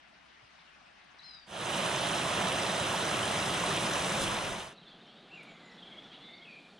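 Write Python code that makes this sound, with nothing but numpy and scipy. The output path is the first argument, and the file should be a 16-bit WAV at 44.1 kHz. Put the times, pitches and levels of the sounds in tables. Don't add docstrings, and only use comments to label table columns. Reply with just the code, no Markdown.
import sys
import numpy as np
from scipy import signal
from scipy.fft import rfft, irfft, next_fast_len
from scipy.io import wavfile
from scipy.ndimage import uniform_filter1d

SR = 44100
rng = np.random.default_rng(int(sys.argv[2]) if len(sys.argv) > 2 else 0)


def store_pcm(level_fs):
    pcm = np.round(np.clip(level_fs, -1, 1) * 32767).astype(np.int16)
    wavfile.write(sys.argv[1], SR, np.atleast_2d(pcm).T)


N = 299527

# time_s, level_db
GLADE_LEVEL = [(0, -60.5), (.5, -59.5), (1.0, -60), (1.3, -58.5), (1.45, -61), (1.55, -80)]
THICKET_LEVEL = [(4.5, -59), (4.75, -56.5), (5.0, -56), (5.25, -57), (5.35, -54.5), (5.7, -54.5),
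                 (6.1, -54), (6.4, -56.5), (6.79, -57)]
# time_s, treble_db
LEAF_TREBLE = [(4.5, -1.5), (6.3, 0.5), (6.6, 4), (6.79, 4)]
# frequency_hz, relative_db
GLADE_SPECTRUM = [(12, -40), (25, -12), (100, -14), (175, -3.5), (300, -6.5), (480, -12), (700, -1.5),
                  (1000, -3.5), (1700, -3), (3000, -6.5), (5700, -17.5), (7500, -28.5), (9300, -27.5),
                  (11000, -44), (13000, -52)]
FALL_SPECTRUM = [(12, -60), (25, -50), (59, -11.5), (135, -1), (191, 2), (245, -7.5), (383, -2.5),
                 (435, -8), (540, -2), (680, -1.2), (790, -4), (1000, -2.5), (1250, -4), (2150, -9.5),
                 (3090, -7), (4000, -11), (16000, -14)]
THICKET_SPECTRUM = [(12, -48), (20, -12), (93, -20), (166, 1.5), (535, -8), (707, -4.5), (960, -12),
                    (1420, -10), (2340, -15), (3760, -12), (5550, -28.5), (10500, -40.5), (11800, -53),
                    (15600, -61)]
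# frequency_hz, correlation
GLADE_LIKENESS = [(60, 1), (150, 0.63), (380, -0.14), (950, 0.0095), (2380, 0.57), (5980, 0.17),
                  (15000, -0.27)]
FALL_LIKENESS = [(60, 0.96), (100, 0.99), (180, 0.99), (310, 0.97), (550, 1), (950, 0.64), (1650, 0.71),
                 (2860, 0.84), (4970, 0.98), (8640, 0.55), (15000, 1)]
THICKET_LIKENESS = [(60, 1), (6000, 1), (15000, 0.64)]
# frequency_hz, left_minus_right_db
GLADE_PAN = [(60, -2), (150, 1), (380, -1), (950, 3), (2380, 5), (5980, 0.5), (15000, 1.5)]
FALL_PAN = [(60, 0), (460, -.5), (610, -4), (820, -3.5), (1300, -1.5), (1960, 4), (2620, -4), (3510, -2),
            (4690, 1), (6270, -4.5), (8390, -7), (11200, -3.5), (15000, -1)]
THICKET_PAN = [(60, 0.0), (15000, 0.0)]
# frequency_hz, gain_db
PORT_COLOUR = [(4000, 0), (4500, -7), (5100, -3.5), (6300, -3.5), (6900, -8), (7500, -5), (8600, -6),
               (9600, -3.5), (10500, -10), (11300, -21), (14000, -23.5), (15000, -31), (15700, -40)]
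# frequency_hz, left_lead_rad
PORT_LEAD = [(0, 0.15), (520, -0.38), (1120, 0.76), (1640, 0.44), (2330, -1.12), (3360, -0.17),
             (4820, -0.91), (5600, -1.16), (6550, 0.59), (7410, -1), (8440, -0.059), (15200, 0.2)]
# start_s, low_hz, high_hz, fall_30db_s, peak_db, left_minus_right_db
NOISE_BURSTS = [(0.421, 40, 130, .04, -60.5, 0.0), (0.589, 3300, 4100, .02, -55, 3.0),
                (1.042, 8600, 10600, .015, -69, 3.0), (1.141, 150, 3000, .04, -47, 3.0),
                (1.218, 3500, 6500, .03, -62, 3.0), (5.428, 6000, 11300, .04, -61, 0.0),
                (6.121, 1800, 4180, 0.12, -46, -2.5)]

# start_s, length_s, start_hz, end_hz, haste, level_db
GLADE_CHIPS = [(1.185, .009, 6330, 3750, 1, -60), (1.191, .026, 3750, 4050, 1.6, -54),
               (1.196, .018, 5750, 6100, 3.0, -75), (1.223, 0.0094, 6200, 3720, 1.04, -61),
               (1.227, 0.013, 3260, 5150, 0.97, -55)]
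GLADE_VOICES = [(1.236, .228, 5150, 4380, .6, -57), (1.236, .2, 4230, 3480, .66, -56.5)]
THICKET_SONG = [(4.752, .06, 4600, 3850, 3.0, -59), (4.823, 0.024, 3160, 3220, 1.1, -58),
                (4.852, 0.05, 3620, 3490, 1.9, -53), (4.903, 0.053, 3160, 3520, 0.73, -56),
                (4.91, .02, 4200, 4300, 1.1, -69), (4.957, 0.046, 3100, 2880, 1.2, -64),
                (5.0, .04, 3700, 3680, 1.1, -62), (5.06, 0.074, 3030, 3530, .6, -59),
                (5.085, .02, 4000, 4050, 1.1, -63), (5.14, .11, 3720, 3820, 1.1, -66),
                (5.301, .025, 2250, 2650, 1.5, -60), (5.31, .065, 2600, 2800, 3.3, -49.5),
                (5.355, 0.082, 2640, 2190, 1.65, -51), (5.462, 0.057, 2360, 2120, .7, -54),
                (5.521, .08, 2140, 2070, 1.1, -61), (5.6, .17, 2134, 1970, 3.1, -62),
                (5.85, .04, 2355, 2280, 1.1, -66), (5.89, .1, 2230, 2130, 1.5, -59),
                (6.01, .03, 2110, 2240, 1.1, -63), (6.1, 0.039, 3100, 3500, .6, -52),
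                (6.132, 0.031, 2790, 3220, 1, -52), (6.133, 0.022, 3580, 4000, 1.1, -53.5),
                (6.152, 0.02, 3950, 3230, 1.2, -53), (6.163, 0.036, 3230, 3420, 1.1, -56),
                (6.202, 0.19, 3370, 3620, 2.7, -56), (6.206, .03, 3950, 4320, 1.5, -59),
                (6.234, .05, 3930, 3790, 1.1, -55), (6.22, .25, 2100, 2180, 2.5, -58.5),
                (6.313, .07, 3750, 4540, 3.9, -60), (6.409, 0.041, 2950, 3400, 2.5, -53),
                (6.445, .022, 3300, 2600, 2.5, -55), (6.45, .165, 2650, 2400, 3.0, -51.5),
                (6.62, .08, 2370, 2370, 1.1, -65), (6.48, 0.065, 4440, 4540, 3.0, -62),
                (6.698, 0.027, 4900, 4000, 1.5, -64), (6.776, 0.02, 3550, 2690, 0.83, -60)]
THICKET_TRILL = [(5.776, .026, 3480, 3350, 1.1, -51), (5.775, .035, 3850, 3780, 1.1, -61),
                 (5.82, .024, 3420, 3130, 1.1, -47), (5.868, .022, 3400, 3130, 1.1, -49),
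                 (5.913, .03, 3225, 3350, 1.1, -48), (5.969, .036, 3200, 3450, 1.1, -46),
                 (6.012, .018, 3400, 3460, 1.1, -61), (6.036, .032, 3350, 3620, 1.1, -52)]
# start_s, level_db
THICKET_CHIPS = [(5.063, -68), (5.39, -76), (5.708, -65), (6.038, -66), (6.372, -67)]
THICKET_SEEPS = [(5.325, -76), (5.47, -75), (5.625, -74)]
# length_s, start_hz, end_hz, haste
CHIP_SHAPE, SEEP_SHAPE = (.024, 6300, 5200, 2.5), (.09, 7500, 6600, 1.1)

# start_s, length_s, level_db
WIND_GUSTS = [(4.197, .16, -43), (4.45, 0.11, -48)]
# start_s, pitch_hz, level_db, ring_cycles
PLINKS = [(1.834, 3560, -27, 40), (1.86, 6600, -39, 50), (2.196, 840, -25, 27), (2.458, 3520, -29, 33),
          (2.519, 3100, -22, 46), (2.527, 9600, -21, 32), (2.543, 9000, -35, 15), (2.6, 8200, -29, 50),
          (3.085, 2070, -28, 40), (3.091, 9300, -28, 37), (3.139, 3060, -25, 110), (3.231, 2980, -23, 50),
          (3.256, 8500, -25, 45), (3.334, 1800, -30, 44), (3.46, 5100, -28, 54), (3.661, 9200, -21, 21),
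          (3.765, 8850, -32, 40), (3.77, 2700, -30, 40), (4.162, 9750, -36, 40), (4.212, 10600, -33, 40)]

PAN_SPLIT = np.array([[.5], [-.5]])


def from_db(db):
    return 10 ** (np.asarray(db) / 20)


def unit_rms(x):
    return x / np.sqrt(np.mean(x ** 2) + 1e-20)


def span_of(rows):
    at = np.arange(round(rows[0][0] * SR), min(N, round(rows[-1][0] * SR)))
    return at, at / SR


def along(rows, t):
    times, *columns = np.transpose(rows)
    return [np.interp(t, times, column) for column in columns]


def at_hz(points, hz):
    freqs, values = np.transpose(points)
    return np.interp(np.log(hz), np.log(freqs), values)


def swell(t, start_s, rise_s, decay_s):
    return np.clip((t - start_s) / rise_s, 0, 1) * np.exp(-np.maximum(t - start_s - rise_s, 0) / decay_s)


def drift(size, rate_hz):
    pole = np.exp(-2 * np.pi * rate_hz * 40 / SR)
    slow = signal.lfilter([1], [1, -2 * pole, pole ** 2], rng.standard_normal(size // 40 + 2002))[2000:]
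    return np.interp(np.arange(size) / 40, np.arange(len(slow)), unit_rms(slow))


def stereo_bed(source, spectrum, likeness, pan, shared_db, flicker_db, treble_db,
               ports=((1, 0), (2, 0)), lead=((0, 0), (1, 0))):
    size = source.shape[1]
    freqs = np.maximum(np.fft.rfftfreq(size, 1 / SR), 1)
    alike = np.clip(at_hz(likeness, freqs), -1, 1)
    colour = from_db(at_hz(spectrum, freqs) + at_hz(ports, freqs))
    mid, side = rfft(source) * colour * np.sqrt([1 + alike, 1 - alike])
    stereo = np.array([mid + side, mid - side]) * from_db(at_hz(pan, freqs) * PAN_SPLIT)
    stereo *= np.exp(1j * PAN_SPLIT * np.interp(freqs, *np.transpose(lead)))
    out, together_db = 0, shared_db * drift(size, 8.1)
    for band in range(12, 43):
        window = np.clip(1 - abs(10 * np.log10(freqs) - band), 0, 1)
        treble_share = np.clip((band - 35) / 4, 0, 1)
        band_db = together_db + flicker_db * drift(size, 15.4) + treble_share * treble_db
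        out = out + irfft(stereo * window, size) * from_db(band_db)
    return out / np.sqrt(np.mean(out.mean(axis=0) ** 2))


def ambience(level, spectrum, likeness, pan, shared_db, flicker_db, treble=((0, 0), (1, 0))):
    out = np.zeros((2, N))
    at, t = span_of(level)
    noise = rng.standard_normal((2, next_fast_len(len(at))))
    treble_db = along(treble, t[0] + np.arange(noise.shape[1]) / SR)[0]
    hiss = stereo_bed(noise, spectrum, likeness, pan, shared_db, flicker_db, treble_db)
    out[:, at] = from_db(along(level, t)[0]) * hiss[:, :len(at)]
    return out


def glade_hum(pitch_hz=62, level_db=-80):
    out = np.zeros(N)
    at, t = span_of(GLADE_LEVEL)
    fade_db = along(GLADE_LEVEL, t)[0] - GLADE_LEVEL[0][1]
    gain = from_db(level_db + fade_db + 1.5 * drift(len(at), 4.8))
    out[at] = np.sqrt(2) * gain * np.sin(2 * np.pi * pitch_hz * t)
    return out


def noise_bursts():
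    out = np.zeros((2, N))
    t = np.arange(SR // 5) / SR
    for start_s, low_hz, high_hz, fall_30db_s, peak_db, pan_db in NOISE_BURSTS:
        noise = rng.standard_normal(len(t)) * from_db(-30 * t / fall_30db_s) * np.clip(t / .0045, 0, 1)
        puff = signal.sosfilt(signal.butter(4, [low_hz, high_hz], "band", fs=SR, output="sos"), noise)
        i = round(start_s * SR)
        out[:, i:i + len(t)] += from_db(peak_db + pan_db * PAN_SPLIT) * puff / abs(puff).max()
    return out


def microphone_wind(t, start_db=-76, db_per_s=7.5):
    low_band = signal.butter(2, [20, 95], "band", fs=SR, output="sos")
    rumble = signal.sosfilt(low_band, rng.standard_normal((2, len(t))))
    breeze = from_db(start_db + db_per_s * (t - t[0]))
    gusts = sum(from_db(db) * swell(t, start_s, .035, length_s / 2) for start_s, length_s, db in WIND_GUSTS)
    return (breeze + gusts) * unit_rms(rumble + .15 * rumble[::-1])


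def among_trees(call, t60_s, wet_db=-5):
    t = np.arange(round(t60_s * SR)) / SR
    trunks = from_db(-60 * t / t60_s) * np.clip(t / .022, 0, 1)
    leaves = .48 * from_db(-60 * t / .1)
    tail = rng.standard_normal((2, len(t))) * (trunks + leaves)
    tail /= np.sqrt(np.sum(tail ** 2, axis=1, keepdims=True))
    return from_db(wet_db) * signal.fftconvolve(call[None], tail, axes=1)[:, :N]


def note(start_s, length_s, start_hz, end_hz, haste, level_db, attack_s=.03, release_s=.035):
    progress = np.linspace(0, 1, 40)
    rise, fall = min(attack_s / length_s, .5), min(release_s / length_s, .5)
    edge_db = -11 * (np.clip(1 - progress / rise, 0, 1) + np.clip(1 - (1 - progress) / fall, 0, 1))
    pitch_hz = end_hz + (start_hz - end_hz) * (1 - progress) ** haste
    return np.transpose([start_s + length_s * progress, pitch_hz, level_db + edge_db])


def whistle(rows, waver_hz, flutter):
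    at, t = span_of(rows)
    pitch_hz, level_db = along(rows, t)
    knots = t[::60]
    tremble, flicker = [np.interp(t, knots, rng.standard_normal(800)[:len(knots)]) for _ in range(2)]
    phase = np.cumsum(2 * np.pi * (pitch_hz + waver_hz * tremble) / SR)
    gain = from_db(level_db + flutter * uniform_filter1d(flicker, size=300))
    edges = np.clip(np.minimum(t - t[0], t[-1] - t) / .0018, 0, 1)
    out = np.zeros(N, complex)
    out[at] = np.sqrt(2) * gain * edges * np.exp(1j * phase)
    return out


def far_twitter():
    out = np.zeros(N)
    for when, pitch, glide, size in rng.random((90, 4)):
        start_s, hz, level_db = 4.7 + 2 * when, 2900 + 1400 * pitch, -70 + 8 * size
        rows = [(start_s, hz, level_db), (start_s + .03, hz * (.9 + .198 * glide), level_db)]
        out += whistle(rows, waver_hz=100, flutter=0).real
    return out


def thicket_birds():
    chips = [(start_s, *CHIP_SHAPE, db) for start_s, db in THICKET_CHIPS]
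    seeps = [(start_s, *SEEP_SHAPE, db) for start_s, db in THICKET_SEEPS]
    song = sum(whistle(note(*row), waver_hz=85, flutter=6) for row in THICKET_SONG + chips + seeps).real
    song += sum(whistle(note(*row), waver_hz=110, flutter=3.5) for row in THICKET_TRILL).real
    twitter = far_twitter()
    direct = from_db(-1.6) * song + .44 * twitter
    left, right = among_trees(song + twitter, t60_s=.55)
    return direct + np.array([left + .021 * right, left - .023 * right])


def glade_bird():
    chips = sum(whistle(note(*row), waver_hz=140, flutter=9) for row in GLADE_CHIPS)
    upper, lower = [whistle(note(*row, attack_s=.004, release_s=.115), waver_hz=70, flutter=6.5)
                    for row in GLADE_VOICES]
    sum_tone, overtone = 16 * upper * lower, 9 * lower ** 2
    combination_tone = from_db(77) * upper ** 2 * lower.conj()
    call = (chips + upper + lower + sum_tone + overtone + combination_tone).real
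    return call * from_db([[.8], [-3.5]]) + among_trees(call, t60_s=.3)


def bubbles(size, per_s, spread_db, ring_cycles):
    strength = from_db(spread_db * np.minimum(rng.exponential(1, (2, size)), 5))
    strength *= rng.choice([-1, 1], (2, size))
    bursts = strength * (rng.random((2, size)) < per_s / SR)
    pitch_index, out = rng.integers(0, 36, (2, size)), 0
    for k, hz in enumerate(np.geomspace(250, 14000, 36)):
        pole, angle = from_db(-60 * hz / (ring_cycles * SR)), 2 * np.pi * hz / SR
        kicks = bursts * (pitch_index == k) + 1e-18
        out += hz * signal.lfilter([0, np.sin(angle)], [1, -2 * pole * np.cos(angle), pole ** 2], kicks)
    return unit_rms(out)


def plinks():
    out = np.zeros(N)
    for start_s, pitch_hz, level_db, ring_cycles in PLINKS:
        cycles = np.arange(SR // 20) * pitch_hz / SR
        envelope = np.clip(cycles / 3, 0, 1) * from_db(level_db - 60 * cycles / ring_cycles)
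        i = round(start_s * SR)
        out[i:i + len(cycles)] += envelope * np.sin(2 * np.pi * cycles * (1 + .001 * cycles))
    return out * from_db([[-1.5], [1.5]])


def spray_treble_db(t, splash_s=4.195, decay_s=.052):
    rising_db = -2.8 + .8 * (t - t[0])
    splash_db = 7 * swell(t, splash_s, .02, decay_s)
    dulling_db = 2.2 * np.clip((t - splash_s) / (2 * decay_s), 0, 1)
    return rising_db + splash_db - dulling_db


def waterfall(start_s=1.458, end_s=4.752, fade_in_s=.42, fade_out_s=.59, level_db=-31.6):
    out = np.zeros((2, N))
    at, t = span_of([(start_s,), (end_s,)])
    size = next_fast_len(len(at))
    water = rng.standard_normal((2, size))
    water += from_db(-6.5) * bubbles(size, per_s=2500, spread_db=3.2, ring_cycles=25.7)
    rush = stereo_bed(water, FALL_SPECTRUM, FALL_LIKENESS, FALL_PAN, shared_db=.13, flicker_db=.87,
                      treble_db=spray_treble_db(t[0] + np.arange(size) / SR),
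                      ports=PORT_COLOUR, lead=PORT_LEAD)
    pan_db = -1.16 + .68 * (t - t[0])
    rush = from_db(level_db + pan_db * PAN_SPLIT) * rush[:, :len(at)]
    fade = np.clip(np.minimum((t - t[0]) / fade_in_s, (t[-1] - t) / fade_out_s), 0, 1)
    out[:, at] = np.sin(np.pi / 2 * fade) * (rush + microphone_wind(t))
    return out


def scene():
    glade = ambience(GLADE_LEVEL, GLADE_SPECTRUM, GLADE_LIKENESS, GLADE_PAN, shared_db=-.05, flicker_db=2)
    glade += glade_hum()
    thicket = ambience(THICKET_LEVEL, THICKET_SPECTRUM, THICKET_LIKENESS, THICKET_PAN,
                       shared_db=.5, flicker_db=.3, treble=LEAF_TREBLE)
    return glade + glade_bird() + waterfall() + plinks() + thicket + thicket_birds() + noise_bursts()


def record(dry, cutoff_hz=15720):
    return signal.sosfilt(signal.ellip(12, .5, 60, cutoff_hz, fs=SR, output="sos"), dry)


dry = scene()
out = record(dry)
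store_pcm(out)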